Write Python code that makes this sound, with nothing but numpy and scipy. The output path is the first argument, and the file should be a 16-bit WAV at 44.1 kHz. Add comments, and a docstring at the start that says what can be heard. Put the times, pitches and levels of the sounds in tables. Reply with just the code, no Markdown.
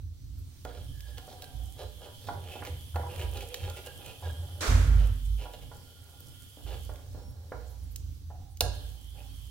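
"""Wooden spatula in a pan

A wooden spatula slides over the rough coating of a metal pan on a gas stove: random bumps shake the
pan's modes, and knocks and sharp ticks ring it. Low tones of the worktop waver under everything and
swell after a heavy thump nearby, which is a burst of noise. The burner is hissing noise with thin
whistling tones; fat crackles in small grains and puffs of noise. A hard kitchen answers with fading
noise; two microphones sit close above."""
import sys
import numpy as np
from scipy import signal
from scipy.fft import rfft, irfft, next_fast_len
from scipy.io import wavfile
from scipy.ndimage import uniform_filter1d, map_coordinates

SR = 44100
rng = np.random.default_rng(int(sys.argv[2]) if len(sys.argv) > 2 else 0)


def natural_amplitude(level_db):
    """Convert a level in decibels to a linear amplitude factor, elementwise."""
    exponent = np.asarray(level_db, float) / 20
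    return 10 ** exponent


def transcribe(u):
    """Save the signal u as a 16-bit wav file named by the first command-line argument.

    u: samples, shape (n,) or (channels, n), limited to [-1, 1]; the rate is SR.
    q: integer samples, one column per channel.
    """
    v = np.clip(np.atleast_2d(u).T, -1, 1)
    q = np.round(v * 32767).astype(np.int16)
    wavfile.write(sys.argv[1], SR, q)


N = 418950
THUMP_S = 4.606  # moment of the heavy thump

# Modes of the metal pan. Each row: pitch in Hz, width in Hz, level in dB.
PAN_MODES = [(260, 29, -3), (303, 13.6, 1.5), (377.4, 65, 4), (495, 67, 8.5), (592.4, 52, 7),
             (720, 23.7, 5.5), (811.5, 28, 6.5), (967, 17, 2), (1042, 38, -6.5), (1228, 98, -8),
             (1413, 30, -2.5), (1648, 85, -4.5), (2470, 500, -19)]
# Wood knocking the pan. Each row: start in seconds, level in dB, hardness in dB,
# pitch in Hz that this spot rings most.
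KNOCK_EVENTS = [(0.651, -34, -15, 546), (1.181, -62, 0, 740), (1.279, -44.5, -17, 576),
                (2.286, -30, -11, 824), (2.556, -36.5, -25, 550), (2.621, -36.5, -6, 480),
                (2.943, -51, -4, 900), (2.958, -28, -9.5, 700), (3.034, -37, -24, 780),
                (4.225, -44, -19, 870), (5.455, -38.5, -15.5, 603), (5.714, -41.5, -12, 590),
                (6.572, -43, -33, 390), (6.893, -39, -13, 554), (7.147, -39.5, -21, 420),
                (7.519, -33, -10.5, 495), (8.303, -46, -18, 684), (8.608, -26, -15, 567)]
# Level of the hissing bands near 3 kHz and above over time. Each row: time in seconds, level in dB.
BAND_LEVEL = [(0, -105), (.45, -88), (.84, -64.5), (2.4, -60), (3.3, -58), (4.0, -58.5), (5.0, -60),
              (6.0, -64.5), (6.85, -59), (7.25, -83), (7.9, -75), (8.6, -100), (8.75, -57.5), (8.97, -63.5),
              (9.5, -62.5)]
# How alike spread-out sound is at the two microphones. 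Each row: pitch in Hz, likeness from 0 to 1.
LIKENESS = [(100, 0.27), (600, 0.47), (1400, 0.0079), (3000, 0.003)]


def unit(x):
    """Scaled to rms 1."""
    return x / np.sqrt(np.mean(x ** 2) + 1e-20)


def along(points, hz):
    """Values at hz, read between (Hz, value) points on a log axis."""
    f, v = np.transpose(points)
    return np.interp(np.log(hz + 1), np.log(f + 1), v)


def curves(rows):
    """One value per sample for each column after the time column."""
    s, *cols = np.transpose(rows)
    t = np.arange(N) / SR
    return [np.interp(t, s, c) for c in cols]


def wobble(rate):
    """A smooth random curve with rate random points a second."""
    points = rng.standard_normal(int(N * rate / SR) + 4)
    return map_coordinates(points, [np.arange(N) * rate / SR])


def swell(start, rise, hold, fall_db_per_s):
    """Gain that rises, holds and dies away; times in seconds."""
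    t = np.arange(N) / SR - start
    return np.clip(t / rise, 0, 1) * natural_amplitude(-fall_db_per_s * np.clip(t - rise - hold, 0, 2))


def filtered(x, response):
    """x passed through a complex response of frequency."""
    m = next_fast_len(N + SR // 2)
    return irfft(rfft(x, m) * response(np.fft.rfftfreq(m, 1 / SR)), m)[..., :N]


def resonances(modes):
    """Response of a set of ringing modes (Hz, width in Hz, dB), with signs that alternate."""
    def response(f):
        total = 0
        for k, (centre, width, db) in enumerate(modes):
            damping = 1j * f * width
            total = total + (-1) ** k * natural_amplitude(db) * damping / (centre * centre - f * f + damping)
        return total
    return response


def diffuse(gain, patchy_db):
    """Spread-out stereo noise with patches of random gain; its middle has rms 1."""
    z = signal.stft(rng.standard_normal((2, N)), nperseg=512)[2]
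    field = uniform_filter1d(rng.standard_normal(z.shape[1:]), 6, 0)
    field = uniform_filter1d(field, 14, 1)
    pair = signal.istft(z * natural_amplitude(patchy_db * unit(field)), nperseg=512)[1][:, :N]

    def share(hz):
        angle = np.arccos(np.clip(along(LIKENESS, hz), -1, 1)) / 2
        return gain(hz) * [np.cos(angle), np.sin(angle)]

    mid, side = filtered(pair, share)
    return np.array([mid + side, mid - side]) / np.sqrt(np.mean(mid ** 2))


def tone(hz):
    """Phase of a tone that follows the pitch hz, from a random start."""
    return 2 * np.pi * (np.cumsum(hz) / SR + rng.random())


def grains(rate, spread_db):
    """Sparse random impulses in clumps, such as bumps of the coating passing under the edge."""
    passing = rng.random(N) < rate / SR * natural_amplitude(3 * wobble(40))
    sizes = natural_amplitude(spread_db * np.minimum(rng.exponential(size=N), 3))
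    return passing * rng.standard_normal(N) * sizes


def wooden(f):
    """Soft wood excites little above its top frequency."""
    top_hz = 1800
    return 1 / (1 + 1.1j * f / top_hz - (f / top_hz) ** 2) ** 2


def stroke():
    """Force of the blade on the coating: rounded pushes, and a skid after every knock."""
    # Pushes of the blade. Each row: middle in seconds, half length in seconds, level in dB.
    push_rows = [(1.376, 0.36, -31), (1.818, 0.059, -17), (2.057, 0.086, -19.5), (2.582, 0.07, -34),
                 (3.25, 0.24, -19.5), (3.69, 0.041, -18), (3.993, 0.31, -29), (4.268, 0.055, -16.5),
                 (4.5, 0.3, -27), (5.504, 0.053, -29), (5.966, 0.67, -38), (6.725, 0.1, -21.5),
                 (7.202, 1, -36.5), (9.17, 0.051, -36)]
    skid_db, skid_rise_s, skid_fall_db_per_s = 12, 0.0042, 78  # level is over the knock
    t = np.arange(N) / SR
    power = np.zeros(N)
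    for s, half, db in push_rows:
        power += natural_amplitude(2 * db) * np.exp(-4 * ((t - s) / half) ** 2)
    for s, db, *_ in KNOCK_EVENTS:
        power += (natural_amplitude(db + skid_db) * swell(s, skid_rise_s, 0, skid_fall_db_per_s)) ** 2
    return np.sqrt(power)


def scrape():
    """The bumps shake the pan's modes; short narrow tones of filtered noise ring along with them."""
    # Short narrow ringing tones, during the scrape or after a knock or the thump. Each row: start in
    # seconds, length in seconds, pitch in Hz, level in dB.
    ringing_rows = [(0.926, 0.34, 1684, -60), (1.425, .05, 1600, -56), (1.17, 0.62, 746, -58),
                    (2.475, .17, 3060, -58), (2.51, .085, 2620, -54), (3.43, 0.37, 483, -48),
                    (3.69, .075, 1400, -54), (3.86, .065, 1620, -55), (4.225, .11, 1630, -54),
                    (4.8, .32, 1370, -57), (5.723, 0.85, 1420, -69), (8.297, 0.085, 725, -51),
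                    (8.38, .17, 780, -64), (8.605, 0.08, 1645, -46), (8.64, .25, 1640, -62),
                    (8.9, .16, 800, -66), (9.14, 0.16, 796, -59)]
    force = stroke() * grains(1200, spread_db=-5.0)
    out = filtered(force, lambda f: resonances(PAN_MODES)(f) * wooden(f))
    t = np.arange(N) / SR
    for s, length, hz, db in ringing_rows:
        done = np.clip((t - s) / length, 0, 1)
        fade = np.abs(np.sin(np.pi * done)) ** 0.36 * natural_amplitude(-6 * done)
        narrow = filtered(rng.standard_normal(N), lambda f: resonances([(hz, 65, 0)])(f) ** 2)
        out += natural_amplitude(db) * fade * unit(narrow)
    return out


def rasps():
    """Dense grit swells and fades around a centre pitch, in narrow streaks and up the treble; it shakes the pan."""
    # Short rasps of the edge over the coating. Each row: middle in seconds, rough length in seconds,
    # level in dB, centre in Hz.
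    rasp_rows = [(0.743, 0.23, -56.5, 3200), (1.088, 0.093, -60.5, 3840), (1.18, 0.03, -51, 2960),
                 (1.315, 0.087, -54.5, 3830), (1.427, 0.038, -53.5, 3600), (1.812, 0.082, -49, 3170),
                 (2.039, 0.1, -54.5, 3100), (2.28, 0.19, -54, 3500), (2.532, 0.28, -53, 2840),
                 (2.672, 0.044, -46, 2660), (3.129, 0.12, -52, 2630), (3.217, 0.097, -45, 2510),
                 (3.361, 0.089, -49, 2820), (3.416, 0.057, -48.5, 3130), (3.603, 0.36, -53, 2620),
                 (3.663, 0.093, -53, 3360), (3.778, 0.056, -49, 2400), (3.87, 0.063, -51, 2780),
                 (4.079, 0.18, -52, 2660), (4.27, 0.15, -55, 3270), (5.024, 0.12, -51, 2950),
                 (5.42, 0.1, -50, 2930), (5.542, 0.04, -52, 2830), (5.625, 0.031, -55.5, 2700),
                 (6.714, 0.14, -51.5, 2870), (9.205, 0.13, -63.5, 2630)]
    # Treble of the coating under the edge: one row of pitch in Hz, width in Hz, level in dB.
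    grit_treble = (15000, 120000, -16)
    # Shape of each narrow streak: width in Hz, level in dB.
    streak_shape = (110, -2)
    grit = unit(grains(1500, spread_db=1.5))
    out, force = np.zeros(N), np.zeros(N)
    for (s, length, db, hz), chance in zip(rasp_rows, rng.random((len(rasp_rows), 3))):
        n = round(length * 1.12 * SR)  # the fades included
        modes = [(hz, .16 * hz, 0), (1.55 * hz, .6 * hz, -6), grit_treble]
        modes += [(hz * (.8 + .5 * c), *streak_shape) for c in chance]
        colour = resonances(modes)(np.fft.rfftfreq(n, 1 / SR))
        first = round(s * SR) - n // 2
        part = slice(first, first + n)
        envelope = natural_amplitude(db) * np.hanning(n)
        out[part] += envelope * unit(irfft(rfft(grit[part]) * colour, n))
        force[part] += envelope * grit[part]
    return out + natural_amplitude(12.5) * filtered(force, resonances(PAN_MODES))


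def knocks():
    """Each knock slaps dully and rings the modes near its spot most; a harder one reaches the upper modes."""
    thud_db, thud_t60_s = -2.5, 0.04  # dull slap of the wood: level over the knock, time to fall 60 dB
    t = np.arange(SR // 4) / SR
    hz, width, db = np.transpose(PAN_MODES)[:, :, None]
    rings, slaps = np.zeros(N + SR), np.zeros(N + SR)
    chances = rng.standard_normal((len(KNOCK_EVENTS), len(PAN_MODES), 1))
    for (s, level_db, hard_db, spot_hz), chance in zip(KNOCK_EVENTS, chances):
        near_db = -17 * np.abs(np.log2(hz / spot_hz))  # 17 dB less for each octave away
        strength = natural_amplitude(db + 2 * chance + np.where(hz > 1000, hard_db + 11.0, near_db))
        ring = 0.64 * strength * np.exp(-np.pi * 1.3 * width * t) * np.sin(2 * np.pi * hz * t)
        rings[round(s * SR):][:len(t)] += natural_amplitude(level_db) * ring.sum(0) * (1 - np.exp(-t / 0.00094))
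        slap_db = level_db + thud_db + 1.0 * hard_db - 60 * t / thud_t60_s
        slaps[round(s * SR):][:len(t)] += natural_amplitude(slap_db) * (1 - np.exp(-t / 0.0019))
    slap = filtered(slaps[:N] * rng.standard_normal(N), resonances([(970, 1260, 19.8)]))
    return filtered(rings[:N] + slap, wooden)


def ticks():
    """A brief ping at the centre pitch and a wide crack of noise, as two rows."""
    # Sharp ticks of fat and of the spatula's edge. Each row: start in seconds, level in dB, centre in Hz.
    tick_rows = [(0.65, -39.5, 3000), (1.0057, -40.5, 5050), (1.1817, -40, 3320), (1.4217, -36.5, 3740),
                 (1.442, -41, 3930), (2.959, -36, 2720), (2.439, -50, 3160), (2.522, -45, 2580),
                 (2.65, -36, 2380), (3.161, -41, 2630), (3.195, -38, 2520), (3.3714, -37, 4000),
                 (3.4076, -36.5, 2680), (3.5428, -26, 3130), (3.699, -36, 4500), (4.062, -38, 3000),
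                 (6.204, -41, 13000), (6.958, -46.5, 3500), (7.96, -31, 7700), (8.572, -43, 6100),
                 (8.6073, -11.5, 4660)]
    t = np.arange(SR // 40) / SR
    f = np.fft.rfftfreq(len(t), 1 / SR)
    out = np.zeros((2, N + SR))
    for (s, level_db, hz), noise in zip(tick_rows, rng.standard_normal((len(tick_rows), len(t)))):
        ping = 0.75 * np.sin(2 * np.pi * hz * t) * natural_amplitude(-60 * t / .016) * (1 - np.exp(-t / .0004))
        body_colour = resonances([(.55 * hz, .7 * hz, 0)])(f) / (1 + (0.46 * hz / (f + 1)) ** 4)
        body = unit(irfft(rfft(noise) * body_colour, len(t)))
        above = irfft(rfft(noise) / (1 + (0.95 * hz / (f + 1)) ** 4), len(t))
        snap = 0.043 * np.diff(noise, prepend=0) * natural_amplitude(-60 * t / 0.0095)
        crack = snap + (0.63 * above + 0.54 * body) * natural_amplitude(-60 * t / 0.022)
        out[:, round(s * SR):][:, :len(t)] += natural_amplitude(level_db) * np.array([ping, crack])
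    return out[:, :N]


def rush():
    """The thump's wide burst of noise, spread by the room, with rough surges; treble comes and dies first."""
    # Colour of the burst's body. Each row: pitch in Hz, level in dB per Hz.
    thump_colour = [(120, -29), (200, -11), (497, -7.5), (800, -13), (1410, -8), (2350, -14.5), (6000, -36),
                    (7800, -66), (13200, -120)]
    # Rough surges on top of the burst. Each row: start in seconds, body level in dB, treble level in dB.
    surge_rows = [(4.626, -39, -53), (4.692, -53, -52), (4.735, -59, -62), (5.03, -71, -78)]
    # Modes that only the thump wakes. Each row: pitch in Hz, width in Hz, level in dB.
    rattle_modes = [(135, 12.7, -3), (176, 20, -16), (248, 14.6, -8)]
    low = diffuse(lambda hz: natural_amplitude(along(thump_colour, hz)), patchy_db=.5)
    treble_modes = [(3500, 1150, 9.5), (6540, 3300, 8.5), (13700, 2200, -16.0)]
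    high = diffuse(resonances(treble_modes), patchy_db=-0.5)

    surge_power = np.zeros((2, N))
    for s, body_db, treble_db in surge_rows:
        shape = swell(s, rise=0.0054, hold=0.0043, fall_db_per_s=186)
        surge_power += (natural_amplitude([[body_db], [treble_db]]) * shape) ** 2
    body_surge, treble_surge = np.sqrt(surge_power)

    # the square root halves the fall to 54.5 dB a second
    body = natural_amplitude(-37) * np.sqrt(swell(THUMP_S, rise=0.018, hold=0.096, fall_db_per_s=2 * 54.5))
    body *= swell(THUMP_S, rise=1 / SR, hold=0.55, fall_db_per_s=105)  # then the burst breaks off
    treble = natural_amplitude(-40) * swell(THUMP_S, rise=0.0022, hold=0.072, fall_db_per_s=69)

    ringing = unit(filtered(rng.standard_normal(N), lambda f: resonances(rattle_modes)(f) ** 2))
    rattle = natural_amplitude(-34) * swell(4.685, rise=0.021, hold=0.026, fall_db_per_s=45) * ringing
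    burst = np.hypot(body, body_surge) * low + np.hypot(treble, treble_surge) * high
    return rattle + natural_amplitude(.7 * wobble(60)) * burst


def boom():
    """Low modes fed unevenly, so that size and pitch flutter; the lowest is nearer the right microphone."""
    # Swells of the low tones; the three loudest are the shudders of the thump. Each row: start in
    # seconds, hold in seconds, level of the lowest tone in dB, level of the upper tones in dB.
    swell_rows = [(-.05, 0.073, -39, -38), (0.222, 0.18, -42, -42), (0.63, 0.49, -43.5, -47),
                  (1.531, 0.087, -35, -42.5), (1.82, 0.047, -42.5, -44), (2.327, 0.032, -62, -37),
                  (2.588, .06, -56, -45), (2.684, 0.059, -61, -34), (2.929, 0.25, -66, -35.5),
                  (3.23, 0.13, -37, -40.5), (3.613, 0.049, -44, -37.5), (4.212, 0.5, -105, -40),
                  (4.671, 0.063, -13.5, -19.5), (4.872, 0.16, -16, -26.5), (5.216, 0.1, -26.5, -41),
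                  (5.602, 0.043, -45, -46), (6.633, 0.28, -38.5, -42.5), (7.067, 0.19, -48, -45.5),
                  (7.356, 0.1, -63, -45.5), (7.543, 0.53, -41.5, -48), (7.985, 0.86, -48.5, -46.5),
                  (8.61, 0.047, -32, -33), (8.813, 0.084, -38, -49), (9.036, 0.6, -43, -50.5)]
    # Low modes above the lowest tone. Each row: pitch in Hz, width in Hz, level in dB.
    upper_modes = [(78.2, 5.43, 5), (88.2, 6.5, 6), (103, 15.2, -5), (137.9, 6.9, -13.5), (66.5, 2.1, 1.5)]
    rest_low_db, rest_upper_db = -62, -54.5  # between swells
    lowest_hz, shaken_hz = 56.4, 48.2  # after the thump the lowest tone sags and stays down a while
    sag_s, shaken_s = 0.166, 1.4
    lean_db, shaken_lean_db = 7.5, 3.5  # the left loses this much of the lowest tone, the right gains half

    power = natural_amplitude([[rest_low_db], [rest_upper_db]]) ** 2 * np.ones((2, N))
    for s, hold, low_db, upper_db in swell_rows:
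        shape = swell(s, rise=0.022, hold=hold, fall_db_per_s=109)
        power += (natural_amplitude([[low_db], [upper_db]]) * shape) ** 2
    low_gain, upper_gain = np.sqrt(power)

    since = np.arange(N) / SR - THUMP_S
    sag = (since > 0) * (since < shaken_s) * (1 - np.exp(-np.abs(since) / sag_s))
    hz = lowest_hz + (shaken_hz - lowest_hz) * sag
    flutter = natural_amplitude(2 * wobble(11))
    low = low_gain * flutter * np.sin(tone(hz + 2.98 * wobble(12)))
    lean = np.where(sag > 0, shaken_lean_db, lean_db) * [[-1], [.5]]

    upper_noise = rng.standard_normal(N)
    upper = unit(filtered(upper_noise, lambda f: resonances(upper_modes)(f) * (f > 62) * (f < 210)))
    return low * natural_amplitude(lean) + upper_gain * upper * natural_amplitude([[-.7], [.7]])


def burner():
    """Wide hiss, hissing bands near 3 kHz and above whose level rises and falls, and thin whistles."""
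    # Thin whistle of the burner. Each row: time in seconds, pitch in Hz, relative level in dB.
    whistle_rows = [(0, 5950, -78), (.64, 6000, -77), (.7, 6000, -110), (7.05, 5250, -110),
                    (7.12, 5300, -73), (7.3, 5530, -74), (7.6, 5760, -74), (7.85, 5880, -74),
                    (8.58, 6050, -76), (8.7, 6050, -110)]
    # A second, higher whistle near the start. Each row: time in seconds, pitch in Hz, level in dB.
    piping_rows = [(.4, 8770, -110), (.47, 8770, -75), (.9, 8760, -73), (1.0, 8760, -110)]
    # The hissing bands near 3 kHz and above. Each row: pitch in Hz, width in Hz, level in dB.
    band_modes = [(3094, 59, 5), (3223, 2.9, 14.5), (3397, 98, 1.5), (8530, 116, -5.5), (10770, 1500, -9),
                  (13300, 260, -6.5)]
    # Colour of the wide hiss. Each row: pitch in Hz, level in dB per Hz.
    hiss_colour = [(1180, -5), (2000, -7), (2650, -5.5), (3160, -2.5), (4420, 0.5), (11000, -7),
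                   (12300, -1.5), (13300, -14), (15700, -1.5)]
    band_db, = curves(BAND_LEVEL)
    hiss_db = -61.5 + 0.15 * (band_db - band_db.mean())  # the wide hiss swings less than the bands
    hiss = natural_amplitude(hiss_db + wobble(6.3)) * diffuse(lambda hz: natural_amplitude(along(hiss_colour, hz)), patchy_db=1.3)
    bands = natural_amplitude(band_db + wobble(11)) * diffuse(resonances(band_modes), patchy_db=-1.0)

    hz, db = curves(whistle_rows)
    phase = tone(hz + 26 * wobble(90))
    whistle = np.sqrt(2) * np.sin(phase) + .6 * np.sin(2 * phase)  # with its octave
    whistle = natural_amplitude(db - 2.5 + 3.5 * wobble(14)) * whistle
    piping_hz, piping_db = curves(piping_rows)
    piping = np.sqrt(2) * np.sin(tone(piping_hz + 8 * wobble(60)))
    piping = natural_amplitude(piping_db + wobble(20)) * piping
    return hiss + bands + piping + whistle


def sizzle():
    """Sparse tiny crackles of fat, rising and falling with the hissing bands; each side wavers on its own."""
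    band_db, = curves(BAND_LEVEL)
    treble = lambda f: resonances([(9000, 9000, 0)])(f) ** 2
    crackles = unit(filtered(grains(300, spread_db=1.5), treble))
    waver_db = 6.9 * np.array([wobble(26), wobble(30)])
    return natural_amplitude(-77.5 + band_db - band_db.mean() + waver_db) * crackles


def spits():
    """Faint spits of fat: short puffs of treble noise."""
    # Each row: middle in seconds, length at half height in seconds, level in dB, centre in Hz.
    spit_rows = [(0.395, 0.033, -62, 12500), (7.307, .02, -61, 11500), (7.68, .015, -61, 7160),
                 (7.714, 0.046, -62, 11600), (7.84, 0.018, -62, 10500), (7.92, 0.022, -57, 12500),
                 (8.158, 0.073, -67, 11500), (8.52, 0.035, -65, 10000)]
    out = np.zeros((2, N))
    for s, length, db, hz in spit_rows:
        n = round(2 * length * SR)
        colour = resonances([(hz, .35 * hz, 0)])(np.fft.rfftfreq(n, 1 / SR)) ** 2
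        puff = unit(irfft(rfft(rng.standard_normal((2, n))) * colour, n))
        out[:, round(s * SR) - n // 2:][:, :n] += natural_amplitude(db) * np.hanning(n) * puff
    return out


def room_tone():
    """Steady background of the kitchen: spread-out noise, mostly low, that wavers a little."""
    # Colour of the background. Each row: pitch in Hz, level in dB per Hz.
    room_colour = [(65, -17), (110, -9.5), (226, -30.5), (264, -21), (321, -31.5), (617, -51.5),
                   (2500, -81), (3250, -72), (5500, -120)]
    noise = diffuse(lambda hz: natural_amplitude(along(room_colour, hz)), patchy_db=2.5)
    return natural_amplitude(-54 + 1.9 * wobble(12)) * noise


def kitchen(x):
    """Each frequency of the room's answer dies at its own speed; the tail differs from moment to moment."""
    # How long the room rings. Each row: pitch in Hz, time to fall by 60 dB in seconds.
    decay_times = [(200, 0.58), (1000, 0.38), (4000, 0.71), (12000, 0.23)]
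    out, step = np.zeros((2, N + 2 * SR)), SR // 3
    for start in range(0, N, step):
        hz, t, z = signal.stft(rng.standard_normal((2, SR * 3 // 4)), SR, nperseg=256)
        # long waves reach both microphones more alike
        angle = np.arccos(np.clip(along(LIKENESS, hz), -1, 1))[:, None] / 2
        z = np.cos(angle) * z[0] + np.sin(angle) * z[1] * [[[1]], [[-1]]]
        fading = natural_amplitude(-60 * t / along(decay_times, hz)[:, None])
        tail = signal.istft(z * fading, SR, nperseg=256)[1]
        tail = tail / np.linalg.norm(tail[0])
        answer = signal.fftconvolve(x[None, start:start + step], tail, axes=1)
        first = start + 200  # the answer comes 200 samples late
        out[:, first:first + answer.shape[1]] += answer
    return out[:, :N]


def spaced(x, lag):
    """The left microphone hears a near source lag samples after the right; a negative lag means before."""
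    sides = np.array([[1], [-1]])
    return filtered(x, lambda hz: np.exp(-1j * np.pi * hz * lag / SR * sides))


def scene():
    """Pan sounds with their room, the thump, the burner and fat, over the steady kitchen."""
    rub = scrape() + rasps()
    blows = knocks()
    ping, crack = ticks()
    room = kitchen(natural_amplitude(-4.5) * rub + natural_amplitude(-1) * blows + natural_amplitude(-17) * ping + natural_amplitude(-10.5) * crack)
    direct = spaced(rub + blows, -2.0) + spaced(ping + crack, -2.5)
    air = direct + room + rush() + burner() + sizzle() + spits() + room_tone()
    return air * natural_amplitude([[-2.1], [1.7]]) + boom()  # left and right balance in dB


def low_pass(x):
    """Removes everything above the highest recorded frequency."""
    return signal.sosfilt(signal.butter(12, 16980, fs=SR, output="sos"), x)


def record(dry):
    """The recorder's band limit: nothing from 15870 Hz up passes."""
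    mix = filtered(dry, lambda hz: hz < 15870)
    return low_pass(mix)


dry = scene()
out = record(dry)
transcribe(out)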